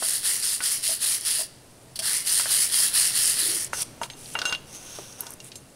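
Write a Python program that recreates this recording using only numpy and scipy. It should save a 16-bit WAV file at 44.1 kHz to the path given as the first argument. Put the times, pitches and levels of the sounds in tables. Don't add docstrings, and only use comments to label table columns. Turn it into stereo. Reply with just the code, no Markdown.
import sys
import numpy as np
from scipy import signal
from scipy.fft import rfft, irfft, next_fast_len
from scipy.io import wavfile

SR = 44100
rng = np.random.default_rng(int(sys.argv[2]) if len(sys.argv) > 2 else 0)


def unload_wav(signal):
    wavfile.write(
        sys.argv[1],
        SR,
        np.round(np.clip(np.atleast_2d(signal).T, -1, 1) * 32767).astype(np.int16),
    )


N = 253575

# start and end in seconds, level in dB once biting,
# before letting go and at the turn, then the middle ring and the rasp in dB above that level.
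STROKES = [(0.0, 0.218, -25, -25, -38.5, -7.5, -17), (0.215, 0.406, -22.5, -25.5, -33, -6.5, -16),
           (0.403, 0.607, -24.5, -26, -41.5, -7, -18), (0.599, 0.802, -23.5, -25, -38, -5.5, -17),
           (0.808, .99, -24, -25, -40.5, -6, -17), (0.985, 1.201, -24.5, -23.5, -38.5, -6, -16.5),
           (1.226, 1.473, -24, -27, -48, -5, -15.5), (2.02, 2.231, -25, -25.5, -37.5, -5.5, -12.5),
           (2.236, 2.457, -23.5, -21.5, -30.5, -5.5, -16.5), (2.472, 2.695, -20.5, -21.5, -33, -6.5, -17),
           (2.7, 2.918, -21.5, -21, -35, -5.5, -16), (2.914, 3.126, -20, -22, -31, -5, -16),
           (3.124, 3.357, -22, -21.5, -29, -6, -16.5), (3.361, 3.68, -23, -29.5, -44.5, -5, -15)]
# time in seconds, level in dB.
TOUCHDOWNS = [(1.958, -31.5), (1.991, -25)]
# frequency in Hz, relative level in dB.
SCRATCH_SPECTRUM = [(150, -47), (350, -2), (700, -2), (1500, -32), (3700, 2), (6500, 11.5), (8200, 4),
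                    (11500, -10), (13500, -56), (16000, -27)]
# pitch in Hz, relative level in dB, base ring time in seconds.
BRACKET_TONES = [(362, 12, 0.12), (929, -0.5, .25), (1330, -6, 0.15), (650, 0, .14), (685, -6, .1),
                 (1480, 0, .14), (2792, 0, .33), (6374, 3, .3), (2265, -21, .2), (3250, -18, .3),
                 (3845, -11, .2), (4190, 0, .04), (5060, -11, .25), (5360, -13, .4), (7350, -4, .3),
                 (8445, 0, .16), (8726, -8, .5), (9820, -11, .15), (10660, -6, .12), (11200, -9, .4),
                 (12150, -18, .3)]
# time in seconds, level in dB, pitch struck hardest in Hz,
# thud in dB above that level.
ROCKS = [(0.023, -30.5, 680, 8.5), (0.0238, -33, 1470, 2), (0.6045, -25.5, 1480, 5),
         (0.892, -34.5, 640, -14), (0.912, -35.5, 649, -14), (1.392, -35.5, 650, -10),
         (1.411, -34.5, 644, -4), (1.992, -39.5, 650, -3), (2.012, -40, 650, -3), (2.1106, -40, 1460, -2),
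         (2.397, -29.5, 1680, 11.5), (2.4578, -30.5, 1250, 9.5), (2.9397, -38, 1510, -3),
         (4.987, -35, 480, 9.5)]
# time in seconds, crack level in dB, crack pitch in Hz,
# four ring levels in dB from low tones to high, freedom to ring from 0 to 1.
BLOWS = [(3.732, -13, 1340, -61, -31, -41, -40, 0.64), (4.015, -18, 910, -21.5, -34, -42, -43, 0.3),
         (4.033, -17.5, 2940, -27, -37, -40, -45, 0.3), (4.1, -22.5, 2970, -56, -70, -52, -49, 0.91),
         (4.353, -13, 1400, -23, -26, -22, -49, 0.32), (4.389, -14, 4070, -36, -24.5, -27, -62, 0.17),
         (4.417, -15, 3400, -51, -27, -33, -69, 0.41), (4.454, -13, 4450, -71, -23, -19, -36, 0.84),
         (4.525, -13.5, 3520, -36, -26, -23.5, -43, 0.55), (5.205, -31, 5460, -38, -48, -53, -51, 0.54),
         (5.233, -33, 979, -38, -56, -59, -55, 0.31), (5.267, -24, 5100, -39.5, -47, -55, -61, 0.7),
         (5.402, -29.5, 4740, -65, -70, -39, -70, 0.18), (5.518, -26, 3450, -69, -75, -51, -63, 0.63),
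         (5.556, -27, 4950, -64, -66, -81, -38.5, 0.41)]
# start, peak and end in seconds, peak level in dB, rise and fall
# in dB, then squeak, treble, bass and hum in dB above the level. A row ending before its start is mute.
SLIDES = [(3.733, 3.813, 3.829, -39, 7.5, -2.5, 7.5, 11.5, -6.5, -3),
          (4.021, 4.035, 4.064, -50.5, 10, 10, 0, 13.5, 11, -15),
          (4.17, 4.33, 4.345, -49, 7.5, -3, 0, 7.5, -15, -19),
          (4.346, 4.48, 4.555, -41, 7, 3, -27, -7.5, 2.5, -7),
          (4.66, 4.758, 4.77, -46.5, 20.5, 6, 5.5, 5, -8, -14),
          (4.77, 4.964, 5.2, -46, 5.5, 11, 1.5, 1, -8, -4), (5.191, 5.25, 5.34, -54, -1, 0, 2, 3.5, 2, -24),
          (5.41, 5.45, 5.49, -52.5, 17, 0, -10, 4, -15, -12),
          (5.515, 5.555, 5.45, -50, 3, 9, 16, 29, -6, -8)]
# frequency in Hz, relative level in dB.
RUB_SPECTRUM = [(500, 0.5), (1800, 4.5), (4500, 9), (7000, -6.5), (9800, -2.5), (12000, -14), (15500, -10)]
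# time in seconds, level in dB.
GRIND_LEVELS = [(3.37, -62), (3.442, -45.5), (3.554, -43.5), (3.66, -66)]
# time in seconds, level in dB, pitch in Hz.
TICKS = [(0.4, -11, 9450), (1.21, -14, 9400), (3.6457, -10.5, 8000), (3.8206, -8, 8700),
         (4.1342, -28, 3740), (4.2582, -25, 4240), (4.3444, -36, 3000), (4.437, -34, 4900),
         (4.4958, -15, 4150), (4.5493, -7.5, 3250), (4.899, -27.5, 6080), (5.0444, -39, 5100),
         (5.127, -28.5, 5390), (5.2065, -9, 11400), (5.306, -20, 10200), (5.3196, -25, 9730),
         (5.3373, -25.5, 10000), (5.445, -25.5, 8950), (5.4668, -32, 8400), (5.6999, -46, 7290)]
# frequency in Hz, relative level in dB.
TRAFFIC_SPECTRUM = [(15, -1), (25, -14), (120, -2.5), (170, -5.5), (256, -6), (301, -7.5), (624, -9.5),
                    (754, -13), (1290, -19), (1480, -20), (1650, -20), (11000, -30), (16000, -36)]
# time in seconds, level in dB.
TRAFFIC_LEVELS = [(0.0, -52), (1.15, -52), (1.68, -52), (1.94, -51), (3.76, -47.5), (5.56, -50.5),
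                  (5.75, -53)]
CRICKET_LEVELS = [(0, -76), (4.9, -72), (5.2, -60), (5.75, -58)]
# frequency in Hz, left in dB above right.
LEFT_LEAN = [(200, 0), (600, .9), (2400, .3), (5500, 1.2), (9000, .4), (14000, .1)]
# frequency in Hz, smeared copy in dB above the centre sound.
STEREO_WIDTH = [(60, -42.5), (130, -33), (290, -28.5), (640, -14), (1410, -17), (3100, -22.5),
                (6820, -10.5), (15000, -33)]

# pitch in Hz, spread in octaves,
# cycles of ringing.
WIRE_TOP, WIRE_MIDDLE = (9650, 0.065, 23), (4960, 0.18, 18.5)
WIRE_LOW, RASP = (3170, 0.12, 30), (1958, 0.16, 16)
SQUEAK = (5900, 0.075, 36)
PULL_SWEEP, PUSH_SWEEP = (0.22, -0.055, -0.26, 0.24), (-0.52, -0.63, 0.89, 0.22)
DWELL_S, BITE_S, LET_GO_S = 0.012, 0.039, 0.054
GRIP_S = .085
CHATTER_DB, CHATTER_PER_S = 3.5, 140
GARAGE_RING_S, WALL_CUT_HZ = 1, 6200


def brush():
    gain, middle_gain, rasp_gain, place = brush_pressure()
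    slips = grains(per_s=9000, spread_db=2.8)
    hum = bracket_hum(slips, freedom=0.47)
    top = tufts(slips, WIRE_TOP, 0.96 * place)
    scratch = amp(-12) * colour(slips, SCRATCH_SPECTRUM)
    middle = tufts(slips, WIRE_MIDDLE, place, focus_db=2.5) + amp(-7.5) * tufts(slips, WIRE_LOW)
    rasp = tufts(slips, RASP, place, focus_db=6.5)
    return gain * (top + scratch + amp(-23) * hum + middle_gain * middle + rasp_gain * rasp)


def brush_pressure():
    curves, last_end, last_db = [], -1, 0
    for k, (start, end, bite_db, late_db, end_db, middle_db, rasp_db) in enumerate(STROKES):
        pushing = k % 2
        at_start, at_bite, at_release, at_end = PUSH_SWEEP if pushing else PULL_SWEEP
        joined = start - last_end < .04
        first_db = last_db if joined else bite_db - 8.5
        turn = (middle_db + 1, rasp_db + 2.5)
        bite, release = start + BITE_S, end - LET_GO_S
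        swell_db = (bite_db + late_db) / 2 + 0.5
        curves.append([
            (min(start, last_end) if joined else start, first_db, *turn, at_start),
            (start + DWELL_S, first_db + 1.5, *turn, at_start),
            (bite, bite_db, middle_db, rasp_db, at_bite),
            ((bite + release) / 2, swell_db, middle_db - 1.75, rasp_db - 0.5, (at_bite + at_release) / 2),
            (release, late_db, middle_db - 2.5, rasp_db + (1 if pushing else -2), at_release),
            (end, end_db, *turn, at_end)])
        last_end, last_db = end, end_db
    for time, db in TOUCHDOWNS:
        tap = [(time - 0.0027, db - 30), (time, db), (time + 0.028, db - 18)]
        curves.insert(0, [(*point, -1.5, -18.5, 0) for point in tap])
    *levels_db, place = in_time(curves)
    return *amp(levels_db), np.clip(place, -2, 2)


def tufts(slips, tone, place=0, focus_db=0.7, count=14):
    hz, octaves, cycles = tone
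    plucked = rng.integers(0, count, N)
    spots = np.linspace(-1.6, 1.6, count)
    turns = np.arange(0, N + SR // 16, SR // 16)
    uneven_db = [np.interp(np.arange(N), turns, rng.normal(0, 6, len(turns))) for _ in spots]
    load = amp(uneven_db - focus_db * (spots[:, None] - place) ** 2)
    load = load / np.sqrt(np.mean(load ** 2, axis=0))
    rings = sum(ring(slips * (plucked == k) * load[k], hz * 2 ** (octaves * spot), cycles / hz)
                for k, spot in enumerate(spots))
    return band(rings, hz * 0.44, min(hz * 3.24, SR / 2.1))


def bracket_knocks():
    out, hz = np.zeros(N), np.array(BRACKET_TONES)[:, 0]
    for time, db, struck_hz, thud_db in ROCKS:
        octaves_away = np.abs(np.log2(hz / struck_hz))
        clank = bracket_ring(db - 39 * octaves_away, freedom=0.76, free_s=1)
        thud = amp(db + thud_db) * crack(0.91 * struck_hz, ring_s=0.032, octaves=1.0)
        add(out, time, clank + thud)
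    next_times = [row[0] for row in BLOWS[1:]] + [np.inf]
    for (time, db, crack_hz, *ring_db, freedom), next_time in zip(BLOWS, next_times):
        levels_db = at_hz([(650, ring_db[0] - 35), *zip([1000, 1470, 2930, 7300], ring_db)], hz)
        levels_db += rng.normal(0, 0.6, len(hz))
        add(out, time, bracket_ring(levels_db, freedom, free_s=min(next_time - time, GRIP_S)))
        add(out, time, amp(db) * crack(crack_hz, ring_s=0.021, octaves=0.6))
        thud_db = db - 7.5 - 10.5 * np.log2(crack_hz / 1000)
        add(out, time, amp(thud_db) * crack(480, ring_s=0.036, octaves=0.48))
    return out


def bracket_ring(levels_db, freedom, free_s):
    hz, db, ring_s = np.transpose(BRACKET_TONES)[:, :, None]
    t = np.arange(SR // 2) / SR
    choke_db = np.maximum(t - free_s, 0) * 900
    fade_db = -60 * t / (ring_s * freedom) - choke_db
    steps = np.arange(0, .51, 1 / CHATTER_PER_S)
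    waver_db = [np.interp(t, steps, rng.normal(0, CHATTER_DB, len(steps))) for _ in hz]
    loudness = amp(db + levels_db[:, None] + fade_db + waver_db)
    return np.sum(loudness * np.sin(2 * np.pi * hz * t), axis=0)


def bracket_hum(clicks, freedom):
    return rms_one(sum(amp(db) * ring(clicks, hz, freedom * ring_s)
                       for hz, db, ring_s in BRACKET_TONES[5:]))


def handling():
    grit = grains(per_s=9000, spread_db=1.66)
    rub = colour(grit, RUB_SPECTRUM)
    middle, treble, bass = band(rub, 2250, 6300), band(rub, 6700, 12700), band(rub, 360, 1440)
    squeak = tufts(grit, SQUEAK)
    layers = np.array([squeak, treble, bass, bracket_hum(grit, freedom=0.27)])
    out = gain_curve(GRIND_LEVELS) * band(ring(grit, 329, 0.038), 343, 620)
    for start, peak, end, db, rise_db, fall_db, *layers_db in SLIDES:
        first_db, last_db = db - rise_db, db - fall_db
        shape = [(start - .008, first_db - 20), (start, first_db), (peak, db),
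                 (end, last_db), (end + .008, last_db - 20)]
        out += gain_curve(shape) * (middle + amp(layers_db) @ layers)
    return out


def ticks():
    out = np.zeros(N)
    for time, db, hz in TICKS:
        add(out, time, amp(db) * crack(hz, ring_s=0.0081, octaves=0.24))
    return out


def traffic():
    drone = amp(-10) * band(ring(rng.standard_normal(N), hz=123.9, ring_s=0.41), 132, 178)
    rumble = colour(rng.standard_normal(N), TRAFFIC_SPECTRUM)
    return gain_curve(TRAFFIC_LEVELS) * (rumble + drone)


def cricket(hz=2750, pulses_per_s=29.5):
    t = np.arange(N) / SR
    pulses = np.maximum(np.cos(2 * np.pi * pulses_per_s * (t - 5.624)), 0) ** 3.4
    return gain_curve(CRICKET_LEVELS) * pulses * np.sin(2 * np.pi * hz * t)


def garage(x):
    size = next_fast_len(N + SR)
    hz = np.arange(size // 2 + 1) * SR / size
    dull = 1 / (1 + 1j * hz / WALL_CUT_HZ) ** 0.45
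    trips = [amp(-60 * delay_s / GARAGE_RING_S) * dull * np.exp(-2j * np.pi * hz * delay_s)
             for delay_s in rng.uniform(.015, .05, 10)]
    return irfft(rfft(x, size) * sum(trip / (1 - trip) for trip in trips), size)[:N]


def microphones(centre):
    size = next_fast_len(N + 4000)
    hz = np.arange(size // 2 + 1) * SR / size + 1
    smear = rfft(rng.standard_normal(4000) * amp(-60 * np.arange(4000) / SR / 0.12), size)
    smear = smear / np.sqrt(np.mean(np.abs(smear) ** 2))
    lean = np.tanh(at_hz(LEFT_LEAN, hz) * np.log(10) / 40)
    side = irfft(rfft(centre, size) * (lean + smear * amp(at_hz(STEREO_WIDTH, hz))), size)[:N]
    return centre + side * [[1], [-1]]


def grains(per_s, spread_db, clump_db=1.5):
    clumps = np.tanh(band(rng.standard_normal(N), 19, 240) / 2) * 2
    sizes = amp(spread_db * np.minimum(rng.exponential(1, N), 3) + clump_db * clumps)
    return sizes * rng.choice([-1, 1], N) * (rng.random(N) < per_s / SR)


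def crack(hz, ring_s, octaves):
    t = np.arange(SR // 2) / SR
    edges = np.clip(hz * 2.0 ** np.array([-octaves, octaves]), 50, SR / 2.1)
    burst = band(rng.standard_normal(len(t)), *edges)
    return .4 * burst * (amp(-60 * t / ring_s) + amp(-14 - 60 * t / (6 * ring_s)))


def ring(clicks, hz, ring_s):
    decay, angle = amp(-60 / (ring_s * SR)), 2 * np.pi * min(hz, SR / 2.2) / SR
    return signal.lfilter([0, np.sin(angle)], [1, -2 * decay * np.cos(angle), decay ** 2], clicks + 1e-18)


def colour(x, spectrum):
    size = next_fast_len(N)
    hz = np.arange(size // 2 + 1) * SR / size + 1
    return rms_one(irfft(rfft(x, size) * amp(at_hz(spectrum, hz)), size)[..., :N])


def band(x, low_hz, high_hz):
    return rms_one(signal.sosfilt(signal.butter(2, [low_hz, high_hz], "band", fs=SR, output="sos"), x))


def in_time(curves):
    t = np.arange(N) / SR
    out = np.full((len(curves[0][0]) - 1, N), -90.0)
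    for rows in curves:
        times, *columns = np.transpose(rows)
        inside = (t >= times[0]) & (t <= times[-1])
        out[:, inside] = [np.interp(t[inside], times, column) for column in columns]
    return out


def gain_curve(rows):
    return amp(in_time([rows])[0])


def at_hz(rows, hz):
    row_hz, row_db = np.transpose(rows)
    return np.interp(np.log(hz), np.log(row_hz), row_db)


def add(out, start_s, sound):
    at = round(start_s * SR)
    out[at:at + len(sound)] += sound[:N - at]


def amp(db):
    return 10 ** (np.asarray(db) / 20)


def rms_one(x):
    return x / np.sqrt(np.mean(x ** 2) + 1e-20)


def scene():
    scraping = brush() + ticks() + handling()
    knocks = bracket_knocks()
    echo = amp(-28) * garage(scraping + amp(-11) * knocks)
    return microphones(scraping + knocks + echo + traffic() + cricket())


def record(dry):
    rounded = .6 * np.tanh(dry / .6)
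    return signal.sosfilt(signal.ellip(14, .5, 70, 15740, fs=SR, output="sos"), rounded)


dry = scene()
out = record(dry)
unload_wav(out)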